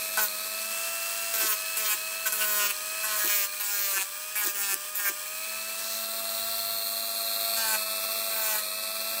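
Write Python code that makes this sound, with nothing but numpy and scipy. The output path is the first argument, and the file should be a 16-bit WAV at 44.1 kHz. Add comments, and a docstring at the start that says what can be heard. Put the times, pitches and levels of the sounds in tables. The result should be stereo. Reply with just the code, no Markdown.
"""A handheld rotary tool with a sanding drum grinds a dog's nails, close to the microphone.
From the start the shaft whines, the brushes buzz once per turn, and the shaft whirls and rattles in
its bearing at just under half speed. From 0.2 to 5.1 s, short strokes: the eccentric drum scrapes the
nail once per turn, snags and drags the speed down. Near 6 s the tool swings nose-on with a swish and
the paw is turned over with a soft shuffle. Two more strokes follow at 7.6 and 8.3 s."""
import sys
import numpy as np
from scipy import signal
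from scipy.fft import rfft, irfft, next_fast_len
from scipy.io import wavfile
from scipy.ndimage import uniform_filter1d

SR = 44100
rng = np.random.default_rng(int(sys.argv[2]) if len(sys.argv) > 2 else 0)


def materialize(psi):
    """Save the field psi as 16-bit PCM at rate SR to the path in sys.argv[1].

    A 1-D psi becomes a single channel; in a 2-D psi each row is a channel.
    """
    bounded = np.clip(np.atleast_2d(psi).T, -1, 1)
    quanta = np.round(bounded * 32767).astype(np.int16)
    wavfile.write(sys.argv[1], SR, quanta)


N = 405719
TIME = np.arange(N) / SR

# Table levels are relative. nose: 0 = flank to the microphone, 1 = nose to it.
# tool pose: t/s, nose, motor level/dB
POSE = [(0, 0.46, 1.5), (.5, 0.53, 0), (.8, 0.053, 3), (1.3, 0.054, 2.5), (2.2, 0.059, 0.5),
        (2.75, 0.055, 0), (3.05, 0.019, 3), (3.5, 0.035, -1.5), (5.2, 0.012, -1.5), (5.55, 0.2, -0.5),
        (6.15, 0.83, 0.5), (6.55, 0.86, 1.5), (7.1, 0.98, 0.5), (7.5, 1, 4.5), (7.85, 0.97, 2),
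        (8.25, 1, 3.5), (8.7, 0.95, 0), (9.2, 0.95, 1.5)]
# shaft tones: shaft order, flank-on/dB, nose-on/dB, left minus right/dB
SHAFT_TONES = [(2, -65.5, -80.5, 6), (4, -64, -59.5, 3), (5, -69, -56, 1), (6, -50.5, -51.5, 12),
               (9, -59, -59, 6), (18, -60, -60.5, 3), (19, -64, -52.5, -9), (20, -61, -63, 18),
               (22, -58.5, -67, -14), (30, -51, -58, 9), (33, -60, -57, 3), (45, -53, -61, 6),
               (65, -66, -56, 3), (66, -69, -53, 3)]
# whirl beating with the shaft: shaft order, whirl order, flank-on/dB, nose-on/dB
WHIRL_SIDEBANDS = [(3, -1, -68, -58), (3, 1, -95, -64), (5, 1, -58.5, -57.5), (6, -2, -66, -56.5),
                   (8, 1, -60.5, -62.5), (8, -2, -57, -61), (9, -2, -56, -65.5), (18, -1, -78, -60),
                   (19, -1, -76, -53)]
# once-per-turn part over the hiss: f/Hz, motor/dB, drum/dB
PERIODIC_RATIO = [(500, -8, 12), (2500, -7, 17), (4000, -3, 17), (6000, 0, 16), (8500, -6, 7),
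                  (11500, 2, 3), (15000, 5, 1.5)]
# likeness of the two microphone ports: f/Hz, coherence
PORT_COHERENCE = [(300, 0.79), (1200, 0.64), (4000, 0), (9000, 0), (15000, 0.2)]
# buzz spectra, nose-on and flank-on: f/Hz, left/dB, right/dB
BUZZ_NOSE = [(256, -85, -92.5), (526, -85, -80), (800, -85.5, -79), (1150, -73.5, -80.5),
             (1590, -76.5, -85), (2100, -79, -77), (2680, -73, -82.5), (3020, -100.5, -107),
             (3400, -70.5, -75), (3610, -73, -79), (4630, -71.5, -75), (6450, -78.5, -85.5),
             (7230, -77, -87), (8100, -74.5, -72), (8650, -74.5, -65.5), (9500, -80.5, -82),
             (10400, -77.5, -76), (11850, -75.5, -67.5), (13200, -72, -74), (15400, -82, -75.5)]
BUZZ_FLANK = [(278, -91.5, -95), (780, -85, -88.5), (950, -73, -90), (1390, -77.5, -81), (1650, -67.5, -86),
              (2110, -80, -84.5), (2700, -75.5, -65.5), (2860, -73, -82), (3350, -71.5, -71.5),
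              (4100, -85.5, -92.5), (4740, -75.5, -68.5), (5150, -70, -80), (6350, -72.5, -83),
              (6960, -74.5, -99), (7680, -67.5, -83), (8630, -71.5, -73.5), (9100, -74, -81.5),
              (10500, -74, -78.5), (12000, -70, -76), (14000, -77, -72), (15600, -68, -90)]
# bearing rattle: t/s, left/dB, right/dB
RATTLE_LEVEL = [(0, -42, -47), (.45, -37.5, -42), (.8, -47, -42), (1.7, -50, -37.5), (2.9, -48, -40),
                (3.3, -42, -35.5), (3.55, -50, -40), (3.8, -39, -39), (4.15, -52, -47), (4.86, -61, -59),
                (5.2, -51, -43), (5.45, -38.5, -50), (5.75, -40.5, -49), (5.95, -35.5, -43),
                (6.2, -36.5, -50), (6.5, -32.5, -43), (7.1, -35, -41), (7.45, -33.5, -38),
                (8.1, -37, -43.5), (9.2, -35, -42)]
# housing burr: t/s, level/dB
BURR_LEVEL = [(0, -42), (.9, -49.5), (2.87, -47), (3.5, -44), (4.86, -54), (5.2, -47), (5.4, -42),
              (5.55, -43), (5.75, -53), (5.95, -56), (6.5, -64), (7.45, -48), (7.95, -47), (9.2, -44.5)]
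# brush sizzle: t/s, left/dB, right/dB
BRUSH_SIZZLE_LEVEL = [(0, -49, -44), (.45, -52, -45), (1.0, -51, -42), (1.7, -42, -45), (2.87, -47, -50),
                      (3.5, -39, -50), (4.3, -43, -55), (5.2, -43, -54), (5.75, -45, -44), (5.95, -37, -33),
                      (6.2, -43, -42), (6.45, -32, -36.5), (6.95, -40, -34.5), (7.15, -36.5, -41),
                      (7.45, -34, -37), (7.95, -46, -47), (8.2, -42, -41), (8.8, -52, -53),
                      (9.15, -33, -42)]
# room spectrum: f/Hz, left/dB, right/dB
ROOM_SPECTRUM = [(20.3, -105, -106), (45, -95, -96), (57.3, -84, -80), (76, -102, -103), (201, -103, -103),
                 (1000, -115, -115)]
# drum on nail: start/s, length/s, speed drag/Hz, thrum/dB, nail pitch ratio
STROKES = [ (.1735, .08, 62, -64, .93), (1.337, 0.2, 33, -66, .97), (1.768, 0.17, 28.7, -68, .97),
           (2.258, 0.027, 94, -75, .96), (2.324, .385, 27.6, -64.5, .93), (3.035, 0.17, 26, -70.5, .98),
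           (3.203, 0.25, 40, -73, 1), (3.534, 0.011, 11, -78, 1), (3.599, 0.42, 40, -75, .99),
           (4.354, .157, 46.6, -70, 1.04), (4.545, 0.19, 43.5, -67, 1.02), (4.951, 0.14, 52, -79, 1.04),
           (7.566, .19, 26, -66, 1), (8.298, 0.3, 23.3, -71, 1), ]
# contact: t/s, scrape/dB, sizzle/dB, nail ring/dB, sizzle f/Hz, skip (0 pressed on, 1 once per turn)
CONTACT = [(0.177, -35, -37, -22.5, 14100.0, 0.31), (0.187, -29, -28.5, -21, 13500.0, 0.38),
           (0.21, -26, -26, -28, 14600.0, 0.81), (0.235, -29, -22, -31, 13700.0, 0.37),
           (0.252, -35, -24, -33, 14300.0, 0.58), (1.342, -25.5, -26, -37, 13600.0, 0.18),
           (1.375, -32.5, -29, -39, 13300.0, 0.43), (1.41, -23, -25, -36, 13400.0, 0.79),
           (1.447, -24.5, -37, -34, 12800.0, 0.5), (1.47, -25, -31, -39, 14300.0, 0.11),
           (1.505, -24.5, -23, -44, 14900.0, 0.11), (1.535, -27.5, -25, -39, 14900.0, 0.19),
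           (1.778, -26.5, -27, -59, 14600.0, 0.02), (1.82, -29.5, -35, -43, 14400.0, 0.24),
           (1.87, -26, -28, -44, 14570, 0.023), (1.935, -25, -26, -36, 14580, 0.3),
           (2.263, -26, -30, -23.5, 12900.0, 0.35), (2.273, -24.5, -22, -28, 13140, 0.33),
           (2.286, -26, -34, -31, 13860, 0.32), (2.335, -27, -31, -32, 12400.0, 0.79),
           (2.375, -33, -31, -47, 14900.0, 1), (2.42, -24, -26, -30, 14400.0, 0.23),
           (2.47, -30, -28, -33, 13880, 0.4), (2.53, -29, -23, -35.5, 15500, 0.1),
           (2.61, -24, -30, -29.5, 13780, 0.02), (2.665, -26, -24, -31, 14360, 0.63),
           (2.685, -31, -38.0, -47, 15000, 0.48), (2.705, -25, -29, -39, 14900.0, 0.67),
           (3.045, -29.5, -35, -33.5, 12100.0, 0.48), (3.08, -32.5, -42, -38, 12520, 0.071),
           (3.13, -30, -38, -31.5, 12300.0, 0.26), (3.185, -26, -29, -37, 15200, 0.86),
           (3.235, -30.5, -26, -30.5, 14200, 0.35), (3.28, -32, -25, -45, 14600.0, 0.43),
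           (3.3, -24.5, -24, -32, 14700, 0.11), (3.37, -26.5, -23.5, -55, 14190, 0.037),
           (3.445, -26, -27, -41, 14900.0, 0.14), (3.54, -38, -36.5, -43, 15200, 0.97),
           (3.605, -31.5, -30, -42, 15200, 0.02), (3.68, -30.5, -30, -57, 15060, 0.021),
           (3.74, -28.5, -28, -44, 15100, 0.019), (3.82, -30, -26, -56, 14720, 0.02),
           (3.89, -27, -29, -49, 14740, 0.048), (3.95, -27, -30, -40, 14560, 0.049),
           (3.98, -25.5, -32, -28.5, 14800.0, 0.56), (4.0, -29, -35, -56, 14800, 0.38),
           (4.03, -21.5, -35, -38, 15180, 0.73), (4.365, -31, -26.5, -33.5, 13600, 0.6),
           (4.41, -30, -28, -40, 14500, 0.24), (4.43, -27.5, -32, -30.5, 14700.0, 0.62),
           (4.46, -27.5, -25, -48, 14600, 0.99), (4.485, -29, -29, -36, 14100, 0.64),
           (4.51, -34.0, -31, -48, 14680, 0.58), (4.565, -33.5, -32, -54, 15220, 0.72),
           (4.62, -28, -29, -43, 14800, 0.26), (4.67, -30, -34, -39, 14800.0, 0.018),
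           (4.71, -27, -31, -40, 14580, 0.11), (4.74, -25, -37, -35, 14790, 0.33),
           (4.955, -34, -28, -50, 14800.0, 0.58), (4.98, -42, -26, -40, 14800, 0.68),
           (5.0, -31, -32.0, -35, 14250, 0.38), (5.035, -33, -34, -37, 14140, 0.017),
           (5.068, -29, -24, -27.5, 13800, 0.019), (5.095, -26, -26, -31.5, 14230, 0.19),
           (7.575, -29, -37, -37, 13500, 0.02), (7.65, -32.5, -34, -31.5, 14040, 0.017),
           (7.745, -26.5, -35, -30, 13210, 0.061), (8.31, -48, -36.5, -46, 13860, 0.19),
           (8.39, -41, -28, -37.5, 14750, 0.54), (8.46, -28.5, -30, -40, 13900, 0.4),
           (8.56, -31, -29, -34, 14630, 0.082), (8.59, -28.5, -34, -61, 13430, 0.82)]
# spectrum of grit on nail: f/Hz, left/dB, right/dB
SCRAPE_SPECTRUM = [(121, -41, -32), (275, -6.5, -12), (970, 11, 4), (1710, 15, 3), (2100, 6.5, 1.5),
                   (2560, 14.5, 13.5), (2960, 8, 2.5), (3530, 6.5, 4.5), (4100, 6.5, 4.5), (6500, 11.5, 3),
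                   (7800, 14.5, 1), (8340, 12.5, 8), (9400, 10, 5.5), (11200, 10, 11), (12900, 13, 7),
                   (14500, -2.5, 2)]
# scrape bands that swell and fade independently: f/Hz, width/Hz
WANDERING_BANDS = [(2700, 1000), (4200, 4000), (7500, 600), (11300, 1900), (13500, 350), (15200, 1600)]
# resonances of nail edge, nail tip and toe: f/Hz, width/Hz, level/dB
EDGE_MODES = [(430, 170, 3), (1070, 110, 23), (1620, 273, 25)]
TIP_MODES = [(901, 166, 8.3), (1085, 83, 2.9), (1578, 163, 12.4)]
TOE_MODES = [(360, 49, 7.5), (830, 830, -4.5)]
# drum catching the nail edge: t/s, level/dB
SNAGS = [(.1736, -19), (.1832, -24), (1.776, -28), (2.3232, -21.5), (2.3287, -21), (3.2475, -23),
         (3.2568, -22), (3.2762, -21.5), (4.4655, -23), (4.4708, -23), (4.7425, -20), (5.0975, -26)]
# toe shudders: peak t/s, rise/s, level/dB
SHUDDERS = [(1.447, 0.023, -39), (1.94, .01, -48), (2.668, 0.054, -54), (3.262, 0.021, -36),
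            (4.0, 0.06, -48.5), (4.478, 0.024, -40), (4.748, 0.017, -43.5), (5.104, 0.0091, -43)]
# nail chatter: start/s, length/s, f/Hz, level/dB
CHATTERS = [(2.405, 0.036, 2700, -35), (2.59, 0.071, 2736, -36), (3.29, 0.14, 2442, -41),
            (3.72, 0.24, 2473, -48), (4.354, 0.052, 2383, -36.5), (5.045, 0.048, 2295, -36),
            (8.5, 0.1, 1473, -39.5)]
# tool swing: peak t/s, rise/s, level/dB
SWISH = [(5.92, .15, -37)]

FREE_SPEED_HZ, WHIRL_PER_TURN = 225.8, 0.46
TOUCH_S, LIFT_S = .007, .014


def amp(db):
    """Decibels to gain."""
    return np.exp(np.asarray(db) * (np.log(10) / 20))


def unit(x):
    """Scales to rms 1."""
    return x / np.sqrt(np.mean(x ** 2) + 1e-20)


def steady(x, window_s=.02):
    """Holds the short-term rms at 1."""
    return x / np.sqrt(abs(uniform_filter1d(x ** 2, round(window_s * SR))) + 1e-12)


def drift(hz):
    """Slow random wander, rms 1."""
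    points = rng.standard_normal(N // 100)
    return unit(np.interp(TIME * hz * 2, np.arange(len(points)), points))


def curves(table):
    """Columns of a (t/s, ..) table at every sample."""
    times_s, *columns = np.transpose(table)
    return [np.interp(TIME, times_s, c) for c in columns]


def at_hz(hz, table):
    """Columns of an (f/Hz, ..) table at the given frequencies."""
    points_hz, *columns = np.transpose(table)
    return np.array([np.interp(np.log(hz + 1), np.log(points_hz), c) for c in columns])


def around(start_s, end_s):
    """Sample span with 0.5 s margins."""
    return slice(max(round((start_s - .5) * SR), 0), round((end_s + .5) * SR))


def flares(table, fall_s):
    """Gain of bursts with Gaussian rise and fall."""
    gain = np.zeros(N)
    for peak_s, rise_s, db in table:
        span = around(peak_s, peak_s)
        t = TIME[span] - peak_s
        gain[span] += amp(db) * np.exp(-np.minimum((t / np.where(t < 0, rise_s, fall_s)) ** 2, 20))
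    return gain


def highpass(x, hz):
    """Second-order high-pass."""
    return signal.sosfilt(signal.butter(2, hz, "high", fs=SR, output="sos"), x)


def colour(pair, spectrum, size=2048):
    """Minimum-phase filter with a left and a right spectrum."""
    gain = amp(at_hz(np.fft.rfftfreq(size, 1 / SR), spectrum))
    cepstrum = irfft(np.log(gain), axis=1)
    cepstrum[:, 1:size // 2] *= 2
    cepstrum[:, size // 2 + 1:] = 0
    impulse = irfft(np.exp(rfft(cepstrum, axis=1)), axis=1)
    return signal.oaconvolve(pair, impulse, axes=1)[:, :N]


def ring(x, modes):
    """Parallel resonances, each applied twice for steep skirts; rms 1."""
    out = 0
    for hz, width_hz, db in modes:
        b, a = signal.iirpeak(hz, hz / (2 * width_hz), SR)
        out = out + amp(db) * signal.lfilter(b, a, signal.lfilter(b, a, x))
    return unit(out)


def swept(x, hz, width_hz):
    """Steep resonance that follows the curve hz."""
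    carrier = np.exp(2j * np.pi * np.cumsum(hz) / SR)
    r = np.exp(-np.pi * width_hz / SR)
    return 2 * (carrier * signal.lfilter([(1 - r) ** 2], [1, -2 * r, r * r], x / carrier)).real


def resonance(pair, hz, width_hz):
    """One steep resonance on both channels, rms held at 1."""
    return np.array([steady(swept(x, hz * np.ones(N), width_hz), window_s=.15) for x in pair])


def nearby(x, pan_db, lag_samples=14):
    """Small source on the left: louder there, later on the right."""
    return np.array([amp(pan_db / 2) * x, amp(-pan_db / 2) * np.roll(x, lag_samples)])


def ports(hiss, periodic=None, ratio_column=0, lag_s=.00027):
    """Hiss plus an optional periodic part at two microphone ports; the right is partly alike, later."""
    size = next_fast_len(N, True)
    hz = np.fft.rfftfreq(size, 1 / SR)
    spectra = rfft(hiss, size, axis=1)
    if periodic is not None:
        ratio = amp(at_hz(hz, PERIODIC_RATIO)[ratio_column])
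        spectra = (spectra + ratio * rfft(periodic, size, axis=1)) / np.sqrt(1 + ratio ** 2)
    left, other = spectra
    coherence = np.clip(at_hz(hz, PORT_COHERENCE)[0], 0, 1)
    delay = np.exp(-2j * np.pi * hz * lag_s)
    right = coherence * delay * left + np.sqrt(1 - coherence ** 2) * other
    return irfft(np.array([left, right]), size, axis=1)[:, :N]


def surface(turns, bunching, uneven_db=1.5, orders=80, size=4096):
    """Random surface passing once per turn; bunching aligns its orders into a pulse."""
    lines = np.exp(1j * rng.uniform(-np.pi, np.pi, orders)) + bunching
    gains = amp(uneven_db * rng.standard_normal(orders))
    shape = irfft(np.r_[0, gains * lines / abs(lines)], size)
    return unit(np.interp(turns % 1 * size, np.arange(size), shape))


def shifting_buzz(turns, drift_hz, bunching):
    """Per channel, a once-per-turn buzz whose harmonics drift in strength."""
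    def side():
        blend = drift(drift_hz)
        return unit(np.cos(blend) * surface(turns, bunching) + np.sin(blend) * surface(turns, 0))
    return np.array([side(), side()])


def throb(cycles, sharpness):
    """One swell per cycle, rms 1."""
    return unit(np.exp(sharpness * np.cos(2 * np.pi * cycles)))


def facing(nose, flank_value, nose_value):
    """Blend from flank-on to nose-on."""
    return flank_value + nose * (nose_value - flank_value)


def tone(cycles, db, pan_db, waver_db, lag_cycles=0.22):
    """Stereo sine of wavering level; the right lags."""
    gain = np.sqrt(2) * amp(db + waver_db * drift(14))
    left = amp(pan_db / 2) * np.sin(2 * np.pi * cycles)
    right = amp(-pan_db / 2) * np.sin(2 * np.pi * (cycles - lag_cycles))
    return gain * np.array([left, right])


def shaft_speed_hz(inertia_s=0.41, first_sag_hz=12.2, lean_in=0.85):
    """Drag grows as the hand leans into each stroke; inertia smooths sag and recovery."""
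    drag_hz = np.zeros(N)
    for start_s, length_s, mean_hz, *_ in STROKES:
        span = slice(round(start_s * SR), round((start_s + length_s) * SR))
        progress = (TIME[span] - start_s) / length_s
        drag_hz[span] += mean_hz * (1 + lean_in * (progress - .5))
    pole = np.exp(-1 / (inertia_s * SR))
    return FREE_SPEED_HZ - signal.lfilter([1 - pole], [1, -pole], drag_hz, zi=[first_sag_hz])[0]


def armature_whine(turns, speed_hz, nose, level_db, sag_db_per_hz=0.2):
    """Unbalance hums at order 1; three poles whine at order 3, fainter as the motor slows."""
    hum_db = level_db + facing(np.minimum(nose / 0.19, 1), -76, -61.5)
    hum = tone(turns, hum_db, pan_db=0.74, waver_db=.8, lag_cycles=0.084)
    whine_db = level_db + facing(nose, -48.5, -44) - sag_db_per_hz * (FREE_SPEED_HZ - speed_hz)
    return hum + tone(3 * turns, whine_db, pan_db=6 - 7.9 * nose, waver_db=.8, lag_cycles=0.082)


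def housing_tone(turns, speed_hz, nose, level_db, mode_hz=2613, width_hz=122):
    """Order 12 sings as it crosses the housing resonance, which radiates sideways."""
    detuning = (12 * speed_hz - mode_hz) / (width_hz / 2)
    db = level_db + facing(nose, -37, -42.5) - 10 * np.log10(1 + detuning ** 2)
    singing = tone(12 * turns, db, pan_db=-7 + 7 * nose, waver_db=.7, lag_cycles=0.3)
    return singing * unit(1 + .12 * drift(70))


def shaft_whine(turns, nose, level_db, flutter_db=3):
    """Shaft orders and whirl sidebands; nose-on they throb as twice the whirl beats with the shaft."""
    base_db = level_db + flutter_db * nose * np.cos(2 * np.pi * (1 - 2 * WHIRL_PER_TURN) * turns)
    out = 0
    for order, flank_db, nose_db, pan_db in SHAFT_TONES:
        out += tone(order * turns, base_db + facing(nose, flank_db, nose_db), pan_db, waver_db=1.1)
    for order, whirl_order, flank_db, nose_db in WHIRL_SIDEBANDS:
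        cycles = (order + whirl_order * WHIRL_PER_TURN) * turns
        out += tone(cycles, base_db + facing(nose, flank_db, nose_db), pan_db=4.4, waver_db=3)
    return out


def chopper_whistle(turns, nose, chopper_hz=8023):
    """Thin whistle of the speed control, with two armature sidebands."""
    cycles = chopper_hz * TIME
    out = tone(cycles, -49 - 9 * nose, pan_db=2.8, waver_db=1.5)
    out += tone(2 * cycles - 3 * turns, -50 - 9 * nose, pan_db=5, waver_db=3)
    return out + tone(cycles + 3 * turns, -51 - 3 * nose, pan_db=2.1, waver_db=2.2)


def brush_ticks(turns, nose, flank_tick_db=-6):
    """Brushes tick over the commutator in a hiss of air; both swell with the whirl."""
    hiss = rng.standard_normal((2, N)) * throb(turns, 0.048)
    ticks = shifting_buzz(turns, drift_hz=0.711, bunching=0.58) * amp(flank_tick_db * (1 - nose))
    return ports(hiss, ticks) * throb(WHIRL_PER_TURN * turns, 0.15) * amp(0.67 * drift(40))


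def brush_buzz(ticks, nose, level_db):
    """Brush ticks coloured by the pose, plus their bright sizzle."""
    buzz = np.sqrt(nose) * colour(ticks, BUZZ_NOSE) + np.sqrt(1 - nose) * colour(ticks, BUZZ_FLANK)
    buzz = np.sqrt(SR / 2) * amp(level_db) * highpass(buzz, 200)
    sizzle = resonance(ticks, hz=facing(nose, 15300, 14730), width_hz=1500)
    return buzz + amp(curves(BRUSH_SIZZLE_LEVEL)) * sizzle


def bearing_rattle(ticks, turns):
    """The whirling shaft knocks in its bearing, rings the nose and shakes the housing."""
    whirl_cycles = WHIRL_PER_TURN * turns + .015 * drift(30)
    knocks = ticks * throb(whirl_cycles, sharpness=0.41) * amp(2 * drift(60))
    rattle = amp(curves(RATTLE_LEVEL)) * resonance(knocks, hz=4248, width_hz=720)
    burr = amp(curves(BURR_LEVEL)) * resonance(knocks, hz=2447, width_hz=300)
    return rattle + amp([[0.5], [-0.5]]) * burr


def room_rumble():
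    """Faint low noise of a quiet room."""
    return np.sqrt(SR / 2) * colour(ports(rng.standard_normal((2, N))), ROOM_SPECTRUM)


def strokes():
    """Touch (0-1), thrum gain and nail pitch ratio; the drum lands fast and lifts more slowly."""
    touching, thrum_gain, tuning = np.zeros(N), np.zeros(N), np.ones(N)
    for start_s, length_s, _, thrum_db, pitch_ratio in STROKES:
        span = around(start_s, start_s + length_s)
        t = TIME[span] - start_s
        touch = np.clip(t / TOUCH_S + .5, 0, 1) * np.exp(-np.clip((t - length_s) / LIFT_S, 0, 20))
        touching[span] = np.maximum(touching[span], touch)
        thrum_gain[span] = np.maximum(thrum_gain[span], amp(thrum_db) * touch)
        tuning[round(start_s * SR):] = pitch_ratio
    return touching, thrum_gain, tuning


def wander(x, rate_hz=18, depth_db=3.5):
    """The colour shifts as the contact point moves over the nail."""
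    for hz, width_hz in WANDERING_BANDS:
        band = signal.lfilter(*signal.iirpeak(hz, hz / width_hz, SR), x)
        x = x + band * (amp(depth_db * drift(rate_hz)) - 1)
    return x


def grit_scrape(turns, pressure, skip, scrape_gain, sizzle_gain, sizzle_hz):
    """Grit rasps, the finest sizzles; a skipping drum meets fresh grit and crackles more than buzzes."""
    grains = unit(rng.standard_normal((2, N)) * amp(1.2 * rng.standard_normal(N)))
    grit = ports(grains, shifting_buzz(turns, drift_hz=6, bunching=0.48), ratio_column=1)
    fresh = np.clip(skip, 0, 1) ** 3
    grit = np.sqrt(1 - fresh) * grit + np.sqrt(fresh) * ports(rng.standard_normal((2, N)))
    rasp = wander(colour(grit * pressure ** 0.63, SCRAPE_SPECTRUM))
    rasp /= np.sqrt(uniform_filter1d((rasp ** 2).mean(0), size=1800) + 1e-12)
    sizzle = steady(wander(swept(grit * pressure, sizzle_hz, width_hz=4070)))
    return scrape_gain * rasp + sizzle_gain * amp([[1.4], [-2.4]]) * sizzle


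def nail_ring(push, nose, tuning):
    """The nail rings at its edge (flank-on) or tip (nose-on); pitch shifts with the contact point."""
    tuning = tuning * (1 + .015 * drift(10))
    edge, tip = (steady(sum(amp(db) * swept(push, hz * tuning, width_hz) for hz, width_hz, db in modes))
                 for modes in (EDGE_MODES, TIP_MODES))
    body = highpass(np.sqrt(1 - nose) * edge + np.sqrt(nose) * tip, 300)
    return amp(-2.5) * nearby(steady(body), pan_db=13.1)


def drum_thrum(turns, bite, octave_db=5.5):
    """The pressing drum thrums at shaft speed and its octave."""
    angle = 2 * np.pi * turns
    return 2 * nearby(bite * (np.cos(angle) + amp(octave_db) * np.cos(2 * angle)), pan_db=4.5)


def toe_shudder(push, pressure, scrape_gain):
    """The toe resonates faintly under the scrape and shudders in bursts."""
    gain = np.hypot(amp(-36) * scrape_gain, flares(SHUDDERS, fall_s=0.015))
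    body = ring(0.57 * push + pressure * rng.standard_normal(N), TOE_MODES)
    return amp(-0.5) * gain * nearby(steady(body), pan_db=8.5)


def snags(fade_s=0.0011, above_hz=4800):
    """Short bright scratches where grit catches an edge."""
    clicks = np.zeros(N)
    for time_s, db in SNAGS:
        clicks[round(time_s * SR)] += amp(db)
    bursts = signal.lfilter([1], [1, -np.exp(-1 / (fade_s * SR))], clicks + 1e-18)
    return highpass(colour(bursts * rng.standard_normal((2, N)), SCRAPE_SPECTRUM), above_hz)


def nail_chatter(push):
    """Pressed hard, the nail chatters once per turn in a further resonance."""
    gain, centre_hz = np.zeros(N), np.full(N, float(CHATTERS[0][2]))
    for start_s, length_s, hz, db in CHATTERS:
        end_s = start_s + length_s
        gain += amp(db) * np.interp(TIME, [start_s, start_s + TOUCH_S, end_s, end_s + LIFT_S], [0, 1, 1, 0])
        centre_hz[round(start_s * SR):] = hz
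    return gain * nearby(steady(swept(push, centre_hz, width_hz=450)), pan_db=10, lag_samples=4)


def grinding(turns, nose, uneven_db=0.2, roughness=0.41):
    """The drum's high side bites once per turn; each bite fades, sooner when the drum skips."""
    touching, thrum_gain, tuning = strokes()
    *levels_db, sizzle_hz, skip = curves(CONTACT)
    scrape_gain, sizzle_gain, nail_gain = touching * amp(levels_db)
    bite = amp(uneven_db * (0.5 + skip) * rng.standard_normal(N)[turns.astype(int)])
    fade_turns = np.interp(skip, [0, 1], [0.13, 0.051])
    rest_pressure = np.interp(skip, [0, 1], [0.39, 0.023])
    pressure = steady(rest_pressure + np.exp(-(turns % 1) / fade_turns))
    out = bite * grit_scrape(turns, pressure, skip, scrape_gain, sizzle_gain, sizzle_hz)
    push = bite * (surface(turns, bunching=1.1) + roughness * pressure * rng.standard_normal(N))
    out += nail_gain * nail_ring(push, nose, tuning) + thrum_gain * drum_thrum(turns, bite)
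    return out + toe_shudder(push, pressure, scrape_gain) + nail_chatter(push)


def tool_swish():
    """Airy swish as the tool swings back to the paw."""
    return flares(SWISH, fall_s=.12) * resonance(rng.standard_normal((2, N)), hz=5670, width_hz=3400)


def paw_shuffle(hz=97.8, width_hz=29.8):
    """Soft low shuffle as the paw is turned over."""
    level_db = np.interp(TIME, [6.25, 6.35, 6.55, 6.75, 6.9], [-110, -65, -67, -62, -110])
    return amp(level_db) * ring(rng.standard_normal(N), [(hz, width_hz, 0)])


def scene():
    """One shaft angle drives motor and drum."""
    speed_hz = shaft_speed_hz()
    nose, level_db = curves(POSE)
    turns = np.cumsum(speed_hz * (1 + .0003 * drift(25))) / SR
    motor = armature_whine(turns, speed_hz, nose, level_db)
    motor += housing_tone(turns, speed_hz, nose, level_db)
    motor += shaft_whine(turns, nose, level_db) + chopper_whistle(turns, nose)
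    ticks = brush_ticks(turns, nose)
    motor += brush_buzz(ticks, nose, level_db) + bearing_rattle(ticks, turns)
    return motor + grinding(turns, nose) + snags() + paw_shuffle() + tool_swish() + room_rumble()


def record(dry):
    """Steep low-pass at 15.76 kHz."""
    taps = signal.firwin(1023, 15760, window=("kaiser", 8), fs=SR)
    return signal.oaconvolve(dry, taps[None], "same", axes=1)


dry = scene()
out = record(dry)
materialize(out)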